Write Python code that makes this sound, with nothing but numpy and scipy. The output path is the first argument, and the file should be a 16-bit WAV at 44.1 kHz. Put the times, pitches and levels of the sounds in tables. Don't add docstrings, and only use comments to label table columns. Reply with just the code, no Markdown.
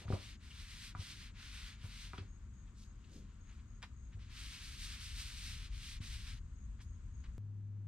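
import sys
import numpy as np
from scipy import signal
from scipy.fft import rfft, irfft, next_fast_len
from scipy.io import wavfile
from scipy.ndimage import uniform_filter1d

SR = 44100
rng = np.random.default_rng(int(sys.argv[2]) if len(sys.argv) > 2 else 0)


def transcribe(signal):
    frames = np.atleast_2d(signal).T
    limited = np.clip(frames, -1, 1)
    pcm = np.round(limited * 32767).astype(np.int16)
    wavfile.write(sys.argv[1], SR, pcm)


N = 347409
T = np.arange(N) / SR
SIZE = next_fast_len(N)
FREQS = np.maximum(np.fft.rfftfreq(SIZE, 1 / SR), 1)
SIDES = np.array([[.5], [-.5]])
SWITCH_S = 7.381
TOP_HZ = 15700


def wiping():
    # start/s, end/s, speeding up/s, slowing down/s, mid-stroke level/dB,
    # lean (gain from start to end)/dB, fibre hiss/dB, wood tone/dB
    stroke_rows = [(-0.02, 0.069, 0.024, 0.063, -59.5, -5, 5, 3.0),
                   (0.063, 0.378, 0.092, 0.096, -56.5, -2, 1.0, -2.5),
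                   (0.392, 0.943, 0.079, 0.1, -57.5, 8.5, 4.5, -0.5),
                   (0.939, 1.327, 0.15, 0.074, -56, -11.5, 2.5, -1),
                   (1.331, 1.781, 0.11, 0.18, -55.5, 7.5, 1, 1.5),
                   (1.736, 2.114, 0.14, 0.11, -57.5, 13.0, 1.5, -1.5),
                   (2.084, 2.307, 0.014, 0.18, -65, -4.5, 5.5, 0.5),
                   (4.186, 4.298, 0.036, 0.036, -66.5, -1.0, -2.0, -4),
                   (4.275, 4.676, 0.13, 0.24, -52.5, 7.5, 2, 0),
                   (4.593, 4.843, 0.071, 0.066, -54, -3, 5.0, 1),
                   (4.768, 5.033, 0.087, 0.045, -52.5, -13, 3, 0),
                   (4.988, 5.18, 0.09, 0.039, -51.5, -11.5, 3, -1.5),
                   (5.126, 5.375, 0.11, 0.051, -52.5, -11.5, 5, -0.5),
                   (5.313, 5.707, 0.091, 0.054, -54, -13, 2.5, -2),
                   (5.68, 6, 0.12, 0.12, -53, 10, 2.0, -2.5),
                   (5.998, 6.401, 0.091, 0.036, -56, -10.5, 4, -0.5)]
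    # f/Hz, level/dB
    rub_colour = [(290, -43), (500, -26.5), (840, -17), (970, -11.5), (1290, -6.5), (1430, -4),
                  (2320, 0.06), (4010, -0.4), (6450, -8.5), (7130, -14.8), (8590, -11.5), (10100, -19),
                  (12300, -24), (15500, -35)]
    firm_db = -57
    hiss_per_db, wood_per_db = 0.54, -0.5
    colour_limit_db = 7
    grip_db, grip_colour_db = 1.5, 0.1

    power = np.array([stroke(*row[:6]) for row in stroke_rows]) ** 2
    total = power.sum(axis=0) + 1e-12
    hiss_db, wood_db = np.array(stroke_rows)[:, -2:].T @ power / total
    effort_db = 10 * np.log10(total) - firm_db

    colour = amp(across(rub_colour))
    direct = shape(slips(per_s=16000, spread_db=1.0), colour)
    echoes = noise(colour, channels=2)
    rub = ports(direct, echoes, echo_db=1)
    board = filtered(rub, below(hz=2070))
    fibres = rub - filtered(rub, below(hz=5800))
    middle = rub - board - fibres

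    def tint(db):
        uneven_db = db + grip_colour_db * walk(rate=27)
        return amp(np.clip(uneven_db, -colour_limit_db, colour_limit_db))

    board = board * tint(wood_db + wood_per_db * effort_db)
    fibres = fibres * tint(hiss_db + hiss_per_db * effort_db)
    drag = np.sqrt(total) * amp(grip_db * walk(rate=12.5))
    return (middle + board + fibres) * drag


def stroke(start, end, rise_s, fall_s, db, lean_db):
    ramp = np.clip(np.minimum((T - start) / rise_s, (end - T) / fall_s), 0, 1)
    progress = np.clip((T - start) / (end - start), 0, 1)
    return np.sin(np.pi / 2 * ramp) * amp(db + lean_db * (progress - .5))


def table():
    # t/s, level/dB, contact time/s
    rock_rows = [(0.054, -39, 0.0067), (.083, -37, 0.0057), (.103, -34, 0.0015), (0.111, -40.5, 0.002),
                 (.132, -31, 0.0037), (0.952, -44.5, 0.0041), (0.991, -36, 0.0071), (1.841, -34.5, 0.0079),
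                 (2.136, -49, 0.0024), (2.185, -42, 0.0027), (2.213, -38.5, 0.0085), (2.666, -51, 0.0067),
                 (4.148, -37.5, 0.0088), (6.003, -40, 0.0046), (6.031, -44, 0.005)]
    # f/Hz, level/dB, t60/s
    cabinet_modes = [(93.9, 5.5, 0.11), (145, -2, 0.056), (194, -7.5, 0.1), (244, -10.5, 0.14),
                     (300.8, -11.5, 0.22), (380.6, -5.5, 0.14), (480, -18, .18), (602, -13, 0.14),
                     (665, -19, 0.24), (754, -9, 0.1), (940, -20, .1)]
    # t/s, level/dB, contact time/s
    clack_rows = [(.081, -48, 0.00051), (0.125, -38, 0.00066), (0.15, -53, 0.0007), (.950, -39.5, 0.00068),
                  (2.134, -43, 0.00048), (2.14, -39, 0.0011), (2.181, -54, 0.00026)]
    # f/Hz, level/dB, t60/s
    joint_modes = [(753, -5, 0.029), (989, -8, 0.066), (1230, 5.5, 0.023), (1372, -1.5, 0.024),
                   (1614, -12, 0.072), (1950, -2, 0.032), (2360, -2, 0.065)]

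    boom, clacks = np.zeros(N), np.zeros(N)
    for s, db, contact_s in rock_rows:
        add(boom, s, amp(db) * strike(cabinet_modes, contact_s, spread_db=0.2))
    for s, db, contact_s in clack_rows:
        add(clacks, s, amp(db) * strike(joint_modes, contact_s, spread_db=1.0))
    clacks = filtered(clacks, 1 - below(hz=716))

    swing = uniform_filter1d(np.abs(boom), SR // 200)
    settle = np.exp(-1 / (0.017 * SR))
    swing = signal.lfilter([1 - settle], [1, -settle], swing)
    hardness = (swing / swing.max()).clip(0) ** 1.4
    chatter = shape(slips(per_s=2700, spread_db=4.5), hump(hz=470, octaves=0.69))
    rattle = amp(-10.0) * swing * hardness * chatter
    out = boom + rattle + clacks
    return ports(out, siding(out, echo_s=0.039), echo_db=4.5)


def strike(modes, contact_s, spread_db):
    t = T[:SR // 2]
    chance = rng.standard_normal((len(modes), 2))
    ringing = np.zeros(len(t))
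    for (hz, db, t60_s), (level, detune) in zip(modes, chance):
        decay = amp(db + spread_db * level - 60 * t / t60_s)
        ringing += decay * np.cos(2 * np.pi * hz * (1 + .005 * detune) * t)
    push = np.sin(np.pi * np.minimum(T[:SR // 50] / contact_s, 1)) ** 2
    return signal.fftconvolve(ringing, push / push.sum())


def handling():
    # t/s, level/dB, centre f/Hz, Gaussian half-length/s
    rustle_rows = [(0.052, -62.5, 420, .035), (1.857, -63, 8000, 0.017), (2.682, -74.5, 2200, .009),
                   (2.811, -65.5, 4700, 0.031), (3.149, -68, 5500, 0.034), (3.167, -60, 187, 0.051),
                   (3.172, -76, 2620, .15), (3.51, -70, 1480, 0.03), (3.534, -77, 5000, 0.048),
                   (3.596, -70.5, 1900, .011), (4.137, -67, 2100, .012), (6.805, -64.5, 1600, .01),
                   (6.823, -64.5, 5140, 0.011), (7.259, -68, 2150, 0.01)]
    # t/s, level before pat_gain_db/dB, centre f/Hz, width/octaves, decay/s
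    pat_rows = [(0.506, -58.5, 2740, 0.25, 0.011), (1.001, -53, 3720, 0.5, .008),
                (1.836, -65, 1200, 1.1, 0.023), (2.178, -53.5, 2030, 0.87, 0.014),
                (3.042, -66.5, 2970, 0.41, 0.0066), (3.8202, -57.5, 1600, 1.6, 0.004),
                (3.8265, -42.5, 2240, 1.1, 0.0022), (3.832, -52, 1430, 1.05, 0.01),
                (6.013, -59.5, 2340, 0.93, 0.0063), (7.238, -63.5, 1950, 0.98, 0.0084)]
    pat_gain_db, attack_s = 7.0, 0.0021
    cloth_top_hz = 8000

    out = np.zeros(N)
    folds = slips(per_s=7000, spread_db=2)
    for s, db, hz, length_s in rustle_rows:
        swell = np.exp(-.5 * ((T - s) / length_s) ** 2)
        out += amp(db) * swell * shape(folds, hump(hz, octaves=0.82))

    splash = rng.standard_normal(N)
    t = T[:SR // 4]
    for s, db, hz, octaves, decay_s in pat_rows:
        grain = shape(splash, hump(hz, octaves))[int(s * SR):][:len(t)]
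        envelope = (1 - np.exp(-t / attack_s)) * np.exp(-t / decay_s)
        add(out, s, amp(db + pat_gain_db) * grain * envelope)
    out = filtered(out, np.sqrt(below(cloth_top_hz)))
    return ports(out, siding(out, echo_s=0.023), echo_db=-2.0)


def siding(x, echo_s):
    scatter = rng.standard_normal((2, N)) * np.exp(-T / echo_s) * (T > .002)
    scatter /= np.sqrt(np.sum(scatter ** 2) / 2)
    return filtered(x, rfft(scatter, SIZE))


def ports(direct, diffuse, echo_db):
    # f/Hz, left minus right/dB
    port_balance = [(60, 2.5), (170, 3), (350, 0.7), (1200, -0.5), (2400, 1.8), (4400, 1.2), (8100, -2),
                    (14000, -4)]
    # f/Hz, left lead/rad
    port_phase = [(60, 0), (200, -0.17), (600, -0.8), (1500, -0.45), (3300, -0.83), (5200, -1.4),
                  (6400, -1.97), (8400, -1.34), (14000, -1.7)]
    # f/Hz, level/dB
    wall_echo = [(60, -27), (250, -16), (1000, -10), (2500, -7.5), (5000, -3), (9000, -4), (14000, 18)]

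    echo = amp(across(wall_echo) + echo_db)
    gain = amp(SIDES * across(port_balance)) / np.sqrt(1 + echo ** 2)
    lead = np.exp(1j * SIDES * across(port_phase))
    return filtered(direct, gain * lead) + filtered(diffuse, gain * echo)


def crickets():
    # f/Hz, width/Hz, level before the left-right tilt/dB
    far_insects = [(6650, 410, -82), (7200, 260, -102), (7760, 170, -88)]
    # t/s, level/dB
    cricket_level = [(1.4, -78.5), (2.2, -76)]
    chirp_at_s, chirp_every_s, chirp_drift_s = 2.25, .287, 0.014
    chirp_s, chirp_edge_s = 0.127, .012
    wing_hz = 82

    age_s = (T - chirp_at_s + chirp_drift_s * walk(rate=1)) % chirp_every_s
    gate = np.clip(np.minimum(age_s, chirp_s - age_s) / chirp_edge_s, 0, 1)
    gate = gate * amp(np.interp(T, *np.transpose(cricket_level)))
    wing_phase = 2 * np.pi * np.cumsum(wing_hz * (1 + 0.049 * walk(rate=4.0))) / SR
    wings = 1 + 0.12 * np.sin(wing_phase)
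    chirps = gate * wings * noise(resonance(hz=6585, width_hz=180), channels=2)
    chorus = sum(amp(db) * noise(resonance(hz, width_hz), channels=2) for hz, width_hz, db in far_insects)
    return amp(SIDES * 6.1) * (chirps + chorus)


def outdoors():
    # t/s, level/dB
    rumble_level = [(0, -53.5), (2.4, -53), (4.0, -52), (6.2, -46), (6.8, -48), (7.4, -45.5)]
    # f/Hz, level/dB
    rumble_colour = [(12, -51.5), (20, -11.5), (43, 3), (64, 0.5), (114, -9), (145, -19), (201, -18),
                     (290, -29), (330, -33.5), (403, -37), (506, -48), (600, -46.5), (780, -78),
                     (1320, -120)]
    # f/Hz, level/dB
    air_colour = [(290, -11), (500, -5.5), (608, -11), (666, -6.5), (826, -8.5), (974, -1.5), (1390, -1),
                  (1920, -6.5), (5800, -16.5), (7540, -58), (12800, -120)]
    # f/Hz, level/dB
    hiss_colour = [(4500, -25), (6000, -2), (8000, -2.5), (10000, -13.5), (15500, -20)]

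    drone = noise(amp(across(rumble_colour)), channels=3)
    deep = filtered(drone, below(hz=137))
    deep_db = np.interp(T, *np.transpose(rumble_level)) + 0.27 * walk(rate=9.2)
    rumble = deep * amp(deep_db) + amp(-48.0) * (drone - deep)

    air = noise(amp(across(air_colour)), channels=3) * amp(-75 + 0.78 * walk(rate=9.1))
    air = air + amp(-87) * noise(amp(across(hiss_colour)), channels=3)
    low = ports(rumble[0], rumble[1:], echo_db=5.0)
    high = ports(air[0], air[1:], echo_db=8.5) * amp(SIDES * 3.3)
    return low + high


def hum():
    # f/Hz, level/dB
    still_colour = [(20, -8.5), (55, 0), (120, -1.5), (180, 0.5), (280, -11.5), (400, -19.5), (600, -30.5),
                    (1200, -30), (2500, -38), (5000, -44), (8000, -51), (10000, -55.5), (15500, -56)]
    hum_hz, hum_db = 102.2, -45.5

    tone = amp(hum_db) * np.sqrt(2) * np.sin(2 * np.pi * hum_hz * T)
    air = amp(-59.5) * noise(amp(across(still_colour)), channels=3)
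    bands = resonance(hz=6430, width_hz=420) + amp(-4.0) * resonance(hz=7700, width_hz=330)
    insects = amp(-90.5) * noise(bands, channels=2)
    return ports(tone + air[0], air[1:], echo_db=6.5) + insects


def slips(per_s, spread_db):
    hits = rng.random(N) < per_s / SR
    return hits * rng.standard_normal(N) * amp(spread_db * rng.standard_normal(N))


def walk(rate):
    return noise(np.exp(-(FREQS / rate) ** 2))


def noise(gain, channels=1):
    return shape(np.squeeze(rng.standard_normal((channels, N))), gain)


def shape(x, gain):
    return unit(filtered(x, gain))


def filtered(x, gain):
    return irfft(rfft(x, SIZE) * gain, SIZE)[..., :N]


def resonance(hz, width_hz):
    return 1 / (1 + ((FREQS - hz) / width_hz * 2) ** 2)


def hump(hz, octaves):
    return np.exp(-.5 * (np.log2(FREQS / hz) / octaves) ** 2)


def below(hz):
    return 1 / (1 + (FREQS / hz) ** 4)


def across(points):
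    hz, value = np.transpose(points)
    return np.interp(np.log(FREQS), np.log(hz), value)


def amp(db):
    return 10 ** (np.asarray(db) / 20)


def unit(x):
    return x / np.sqrt(np.mean(x ** 2))


def add(track, s, sound):
    start = max(int(s * SR), 0)
    track[start:start + len(sound)] += sound[:N - start]


def scene():
    later = np.clip((T - SWITCH_S) / 0.00094, 0, 1)
    click = amp(-45.5) * np.exp(-np.abs(T - SWITCH_S) / 0.00093) * (T >= SWITCH_S)
    work = wiping() + table() + handling()
    background = (1 - later) * (outdoors() + crickets()) + later * hum()
    return work + background + click


def record(dry):
    return signal.sosfilt(signal.ellip(10, .2, 80, TOP_HZ, fs=SR, output="sos"), dry)


dry = scene()
out = record(dry)
transcribe(out)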